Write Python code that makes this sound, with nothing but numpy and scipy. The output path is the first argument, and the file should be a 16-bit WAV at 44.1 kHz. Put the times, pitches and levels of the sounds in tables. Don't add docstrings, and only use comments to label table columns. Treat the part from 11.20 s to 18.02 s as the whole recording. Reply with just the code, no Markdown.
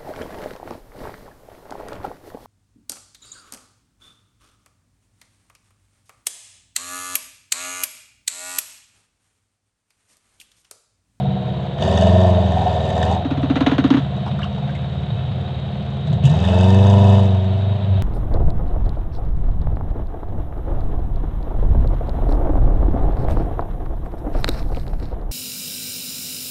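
import sys
import numpy as np
from scipy import signal
from scipy.fft import rfft, irfft, next_fast_len
from scipy.io import wavfile
from scipy.ndimage import uniform_filter1d

SR = 44100
rng = np.random.default_rng(int(sys.argv[2]) if len(sys.argv) > 2 else 0)


def voltage_ratio(decibels):
    exponent = np.asarray(decibels, float) / 20
    return 10 ** exponent


def inscribe(sig):
    pcm = np.round(np.clip(np.atleast_2d(sig).T, -1, 1) * 32767)
    wavfile.write(sys.argv[1], SR, pcm.astype(np.int16))


N = 300881
IDLE_PER_S = 18


def rms_one(x):
    return x / np.sqrt(np.mean(x ** 2) + 1e-20)


def in_time(rows):
    start_s, *columns = np.transpose(rows)
    return [np.interp(np.arange(N) / SR, start_s, column) for column in columns]


def drift(rate_hz):
    r = np.exp(-80 * np.pi * rate_hz / SR)
    noise = rng.standard_normal(N // 40 + 2002)
    slow = signal.lfilter([1], [1, -2 * r, r * r], noise)[2000:]
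    return np.interp(np.arange(N) / 40, np.arange(len(slow)), rms_one(slow))


def resonance(x, hz, width):
    r = np.exp(-np.pi * width / SR)
    zeros = np.array([1, 0, -1]) * (1 - r * r) / 2
    poles = [1, -2 * r * np.cos(2 * np.pi * hz / SR), r * r]
    return signal.lfilter(zeros, poles, x + 1e-18)


def steep_resonance(x, hz, width):
    return resonance(resonance(x, hz, width), hz, width)


def modes(x, table, tilt_db=lambda hz: 0):
    out = 0
    for k, (hz, width, db) in enumerate(table):
        out = out + (-1) ** k * voltage_ratio(db + tilt_db(hz)) * resonance(x, hz, width)
    return out


def coloured(x, spectrum):
    hz, db = np.transpose(spectrum)
    size = next_fast_len(N)
    bin_hz = np.arange(size // 2 + 1) * SR / size
    gain = voltage_ratio(np.interp(np.log(bin_hz + 1), np.log(hz), db))
    return rms_one(irfft(rfft(x, size) * gain, size)[:N])


def clicks(times_s, sizes):
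    out = np.zeros(N)
    places = (np.asarray(times_s) * SR).astype(int)
    np.add.at(out, np.clip(places, 0, N - 1), sizes)
    return out


def fade(x, t60):
    return signal.lfilter([1], [1, -voltage_ratio(-60 / (t60 * SR))], x + 1e-18)


# start_s, end_s
PULL_AWAY_S = (2.0, 3.5)


def pulled_away():
    return np.interp(np.arange(N) / SR, PULL_AWAY_S, [0, 1])


# share_of_cycle, level_db
CYLINDERS = [(0, -6.5), (0.251, -2), (0.51, -6.5), (0.76, -7)]


def firings(cycles, jitter, spread_db, lumpy=1):
    share, db = np.transpose(CYLINDERS)
    turn = np.arange(int(cycles[-1]) + 1)[:, None] + share
    timing_luck, strength_luck = rng.standard_normal((2,) + turn.shape)
    times_s = np.interp(turn + jitter * timing_luck, cycles, np.arange(N) / SR)
    lumpy = np.broadcast_to(lumpy, N)[(times_s * SR).astype(int)]
    sizes = voltage_ratio(db * lumpy + spread_db * strength_luck)
    return clicks(times_s.ravel(), sizes.ravel())


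# pitch_hz, density_db (dB per Hz)
RUMBLE_SPECTRUM = [(12, -38.5), (30, -29.5), (50, -28.5), (70, -4), (124, 3.5), (200, -1.5), (260, -23),
                   (400, -68)]


def rumble():
    return voltage_ratio(-30.5 + 0.73 * drift(7.1)) * coloured(rng.standard_normal(N), RUMBLE_SPECTRUM)


# pitch_hz, density_db (dB per Hz)
CLATTER_SPECTRUM = [(200, -11.5), (377, -9.5), (540, -7), (700, -7.5), (972, -14.5), (1460, -18),
                    (2100, -22.5), (2800, -20.5), (3700, -15.5), (4300, -26), (4900, -38.5), (5500, -45.5),
                    (8300, -50), (9500, -59.5), (16000, -77.5)]
# pitch_hz, width_hz, level_db
FAN_WHISTLES = [(3790, 170, 21.5), (3100, 270, 9), (2550, 160, -22), (3970, 130, -19.5)]


def clatter(cycles, level_db):
    valves = fade(firings(cycles + .11, jitter=0.084, spread_db=5.5), t60=0.026)
    ticks = (valves + 1.5) * rng.standard_normal(N)
    whistle = sum(voltage_ratio(db) * steep_resonance(ticks, hz, width) for hz, width, db in FAN_WHISTLES)
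    return voltage_ratio(level_db + 9) * (coloured(ticks, CLATTER_SPECTRUM) + .17 * rms_one(whistle))


# start_s, peak_db, pitch_hz, top_db (treble below the peak)
STONE_CRUNCHES = [(.612, -39, 3480, -14), (3.06, -16, 760, -31), (3.076, -18.5, 290, -53),
                  (3.189, -20.5, 1160, -25), (3.215, -20.5, 1660, -31), (3.229, -20, 2860, -31),
                  (3.239, -17.5, 1160, -43), (3.346, -29, 3080, -46), (3.379, -21, 670, -50),
                  (3.49, -26, 1660, -44), (3.549, -26.5, 2110, -16), (4.869, -30, 3740, -13),
                  (4.899, -33, 3740, -25), (4.926, -32, 3790, -7.5), (4.97, -41, 3680, -20),
                  (5.037, -22.5, 2830, -12), (5.052, -17, 2880, -7.5), (5.066, -45, 2860, -15),
                  (5.093, -24, 3740, -9), (5.327, -20, 1480, -34)]


def stones():
    grit = rng.standard_normal(N)
    out = 0
    for start_s, db, hz, top_db in STONE_CRUNCHES:
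        envelope = fade(clicks([start_s], voltage_ratio(db)), t60=0.08)
        burst = signal.lfilter([.02], [1, -.98], envelope) * grit
        body = 2.6 * resonance(resonance(burst, hz, 450), hz, 700)
        scrape = .25 * resonance(steep_resonance(burst, 1900, 2800), 1900, 2800)
        out = out + body + scrape + voltage_ratio(top_db) * steep_resonance(burst, 6500, 3000)
    return out


# start_s, peak_db, pitch_hz
LOW_THUMPS = [
    (3.917, -12.5, 113.3),
    (4.078, -16.5, 107.6),
    (4.867, -16.5, 146),
    (4.924, -8.5, 119),
    (5.039, 0, 135),
    (5.098, -5, 152),
    (6.691, -14, 92),
    (6.771, -15, 70.2),
]


def thumps():
    return sum(steep_resonance(clicks([start_s], voltage_ratio(db + 56)), hz, 21) for start_s, db, hz in LOW_THUMPS)


# start_s, peak_db, crack_db (level of the noisy crack)
POPS = [(2.055, -11, -34.5), (2.115, -11, -32.5), (2.178, -15, -38), (2.236, -9, -32.5), (2.305, -5, -29),
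        (2.363, -9.5, -25.5), (2.413, -5, -25), (2.47, -4.5, -20.5), (2.521, -6.5, -27),
        (2.588, -4.5, -23.5), (2.647, -2.5, -25.5), (2.71, -0.5, -23), (2.745, -3.5, -29.5),
        (2.774, -8, -29.5)]
# pitch_hz, width_hz, level_db
POP_MODES = [(437, 206, 2.5), (645, 242, 4), (920, 253, 3), (1350, 335, 1), (1825, 305, -2.5),
             (2860, 1000, -6.5), (3900, 644, -7.5), (4440, 380, -16), (6760, 800, -30.5), (7800, 520, -72)]


def pops():
    start_s, boom_db, crack_db = np.transpose(POPS)
    boom = clicks(start_s - .003, voltage_ratio(boom_db + 50.5))
    for hz, width in ((262, 42), (272, 90), (285, 128)):
        boom = resonance(boom, hz, width)
    crack = clicks(start_s - .007, voltage_ratio(crack_db + 13.5))
    afterburn = 0.31 * fade(crack, t60=0.19) * voltage_ratio(4.9 * drift(60))
    spit = (fade(crack, t60=0.12) + afterburn) * rng.standard_normal(N)
    return boom, modes(spit, POP_MODES)


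# pitch_hz, density_db (dB per Hz)
RUSH_SPECTRUM = [(500, -44), (900, 2), (1130, -16), (1750, -12.5), (2150, -29.5), (2600, -35),
                 (3700, -30.5), (4500, -22), (5500, -24), (7200, -27), (8600, -32), (9500, -46.5),
                 (12000, -64.5), (16000, -73.5)]
# pitch_hz, width_hz, near_db, far_db (once the vehicle has pulled away)
PANELS = [(1265, 48, -15, -6), (1570, 88, -8, -18), (1793, 140, 3.5, -2), (2620, 34, -27, -12.5),
          (2615, 98, -2, 3.5), (2922, 150, 1.5, 2.5), (3246, 120, -0.5, -4), (3576, 210, 4.5, 2),
          (3740, 65, -3.5, 1.5), (4516, 130, -7, -17), (4850, 200, -12, -13.5), (5780, 62, -13.5, -18),
          (6420, 110, -12.5, -19.5), (7240, 120, -14, -22), (8170, 210, -22, -23.5)]


def rush(cycles, level_db):
    away = pulled_away()
    bursts = fade(firings(cycles, jitter=0.0049, spread_db=4.0, lumpy=0.17), t60=0.011)
    gas = (bursts + .25) * rng.standard_normal(N)
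    sheet = 0
    for hz, width, near_db, far_db in PANELS:
        sheet = sheet + voltage_ratio(near_db + away * (far_db - near_db)) * steep_resonance(gas, hz, width)
    buzz = coloured(gas, RUSH_SPECTRUM) + .9 * rms_one(sheet)
    spikes = fade(firings(cycles, jitter=0.011, spread_db=3.5), t60=.004) * rng.standard_normal(N)
    edge_db = -41 + 4 * away + .5 * (level_db + 52)
    edge = voltage_ratio(edge_db) * rms_one(resonance(spikes + .3 * gas, 11000, 6000))
    return voltage_ratio(level_db + 17.5) * (rms_one(buzz) + edge)


# pitch_hz, level_db
SILENCER = [(70, -39.5), (82, -27.5), (98, -19), (122, -17.5), (142, -16.5), (163, -33.5), (193, -20.5),
            (222, -32)]
# order, level_db, follows (share of firing strength)
STRONG_ORDERS = [(4, 1.85, 0.85), (5, -10.5, 0.81), (7, -10, -0.48), (8, -8.5, 1.47), (9, -11.5, 1.42)]
# order, level_db, open_db (gain at full throttle)
UNEVEN_ORDERS = [(3, -19, -1.5), (6, -24, 2.5), (10, -5.5, 3), (11, -3, -2.5), (12, -14, 14.5),
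                 (13, -13.5, 7.5)]
# pitch_hz, width_hz, level_db
MUFFLER = [(135, 49, -3.5), (201, 18, 1.5), (290, 7.1, 0)]


def hum(per_s, cycles, opening, fire_db):
    turn = 2 * np.pi * cycles
    pass_hz, pass_db = np.transpose(SILENCER)
    out = np.zeros(N)
    for order, db, follows in STRONG_ORDERS:
        passed_db = np.interp(np.log(order * per_s), np.log(pass_hz), pass_db)
        wander_db = 1.6 * (1.2 - opening) * drift(4)
        strength_db = follows * np.maximum(fire_db, 0) + np.minimum(fire_db, 0)
        tone = np.sin(order * turn + 0.49 * (order % 4) ** 2)
        out -= voltage_ratio(db + passed_db + strength_db + wander_db) * tone
    uneven_db = -31.5 + fire_db - 2.5 * (per_s - IDLE_PER_S)
    for order, db, open_db in UNEVEN_ORDERS:
        chamber = 0
        for hz, width, gain_db in MUFFLER:
            chamber = chamber + voltage_ratio(gain_db) / np.sqrt(1 + (2 * (order * per_s - hz) / width) ** 2)
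        level = voltage_ratio(uneven_db + db + open_db * opening + 4.2 * drift(1.3))
        out -= chamber * level * np.sin(order * turn + 0.27 * order ** 2)
    return np.sqrt(2) * out


def throb(per_s, cycles, level_db, note_hz, bright_db):
    swell_s, rise_hz_per_s = 0.012, 2500
    turn = cycles - 0.0486 + 1
    which, since_s = turn.astype(int), (turn % 1) / per_s
    level_luck, note_luck = rng.standard_normal((which[-1] + 1, 2))[which].T
    swell = (since_s / swell_s) ** 2 * np.exp(2 - 2 * since_s / swell_s)
    hz = note_hz * (1 + .014 * note_luck) + rise_hz_per_s * (since_s / 2 - swell_s)
    phase = 2 * np.pi * hz * since_s
    upper = voltage_ratio(-12.5 + 1.4 * bright_db) * np.sin(1.19 * phase)
    return voltage_ratio(level_db + 2.2 * level_luck) * rms_one(swell) * np.sqrt(2) * (np.sin(phase) + upper)


# pitch_hz, width_hz, level_db
TAILPIPE = [(380.3, 26, -4), (523.6, 14, -13.5), (575, 57, -7), (654.7, 30.4, 1), (740, 19, -4),
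            (930, 50, -34.5), (948, 24, -7), (1074, 15, -13), (1210, 36, -35)]
# order, level_db (below the bark)
OVERTONES = [(16, -1.5), (20, -7), (24, -8.5), (25, -16.5), (27, -11.5), (28, -5), (32, -10.5), (36, -10.5),
             (39, -8), (40, -11), (44, -16.5), (50, -19)]
# pitch_hz, width_hz, shut_db (throttle shut), open_db
PIPE_PEAKS = [(490.6, 35, 2.5, 9.5), (349, 50, 9.5, 1.5)]


def overtones(per_s, cycles, opening):
    out = 0
    for order, db in OVERTONES:
        swell_db = 0
        for peak_hz, width, shut_db, open_db in PIPE_PEAKS:
            nearness = 1 / (1 + (2 * (order * per_s - peak_hz) / width) ** 2)
            swell_db = swell_db + (shut_db + opening * (open_db - shut_db)) * nearness
        out = out + voltage_ratio(db + 1.5 * drift(2) + swell_db) * np.sin(2 * np.pi * order * cycles)
    return out


def bark(per_s, cycles, opening, level_db, even_db, bright_db):
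    lumpy = np.clip((25.5 - per_s) / 3.2, .2, 1.2)
    fire = firings(cycles, jitter=.0004, spread_db=.8, lumpy=lumpy)
    turbulence = fade(fire, t60=0.058) * rng.standard_normal(N)
    ring = modes(fire + .012 * turbulence, TAILPIPE, lambda hz: bright_db * np.tanh(np.log2(hz / 700) / 0.21))
    pipe = rms_one(ring) + voltage_ratio(even_db) * overtones(per_s, cycles, opening)
    pipe = pipe - resonance(pipe, 314, 55)
    band = signal.butter(3, [345, 1280], "band", fs=SR, output="sos")
    return voltage_ratio(level_db) * signal.sosfilt(band, pipe)


def hillside(x):
    dull = signal.lfilter([.3], [1, -.7], x)
    out = x
    for delay_s, db in ((.011, -12), (.027, -14)):
        out = out + voltage_ratio(db) * np.pad(dull, (int(delay_s * SR), 0))[:N]
    return out


def through_air(snaps):
    dulled = signal.sosfilt(signal.butter(6, 8600, fs=SR, output="sos"), snaps)
    return voltage_ratio(-25.5) * np.diff(snaps, prepend=0) + dulled


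# start_s, cycles_per_s (four-stroke cycles)
SPEED = [(.56, 17.5), (.68, 19.7), (1.0, 23.1), (1.13, 22.4), (1.35, 20.6), (1.71, 19.8), (2.0, 21.1),
         (2.3, 18.9), (2.75, 17.4), (3.5, 18.3), (4.6, 18.8), (5.1, 19.0), (5.45, 23.7), (5.7, 24.8),
         (5.95, 24.7), (6.19, 23.5), (6.55, 24.8), (6.82, 23.7)]
# start_s, opening (0-1), fire_db (firing strength above idle), note_hz (tailpipe)
THROTTLE = [(0, 0, 2.5, 726), (.57, 0.1, -4.5, 697), (.62, 0.99, 5, 669), (.87, 0.98, 11, 658),
            (1.2, 0.63, 6.5, 645), (1.42, 0.71, 6, 743), (1.66, 0.71, 2.5, 683), (1.93, 0.86, 7, 756),
            (2.04, 0.01, -5.5, 700), (2.33, 0.22, -0.4, 700), (4.82, 0.08, -1.3, 680), (4.93, 0.2, 6, 664),
            (5.02, 0, 4, 693), (5.06, 0.7, 7, 669), (5.3, 0.94, 9, 653), (5.94, 0.87, 9.5, 697),
            (6.18, 0.34, 2.5, 667), (6.7, 0.02, -1, 664)]


def scene():
    per_s = uniform_filter1d(in_time(SPEED)[0], size=3000)
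    cycles = np.cumsum(per_s) / SR + .3
    opening, fire_db, note_hz = in_time(THROTTLE)
    bright_db = .05 * (note_hz - 700)
    away = pulled_away()
    above_idle = per_s - IDLE_PER_S

    bark_db = -34 + 0.63 * fire_db + 8 * opening - 10 * away + 0.47 * (1 - opening) * above_idle
    even_db = -6.5 * opening + 2.35 * away * opening * above_idle
    throb_db = bark_db - 2.5 + 4.5 * away * (1 - opening) + 1.5 * opening

    boom, crack = pops()
    sharp = through_air(crack + stones())
    sharp = sharp + clatter(cycles, level_db=-46 + 5.5 * opening - away)
    sharp = sharp + rush(cycles, level_db=-73.5 + 25.5 * opening)
    sharp = sharp + throb(per_s, cycles, throb_db, note_hz, bright_db)
    sharp = sharp + bark(per_s, cycles, opening, bark_db, even_db, bright_db)
    low = rumble() + thumps() + boom + hum(per_s, cycles, opening, fire_db)
    return (low + hillside(sharp))[None]


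def roll_off(x):
    return signal.sosfilt(signal.butter(12, 15600, fs=SR, output="sos"), x)


def record(dry):
    bent = signal.lfilter([1, -1], [1, -.9985], dry + 0.037 * dry ** 2)
    return roll_off(1.518 * np.tanh(bent / 1.586))


dry = scene()
out = record(dry)
inscribe(out)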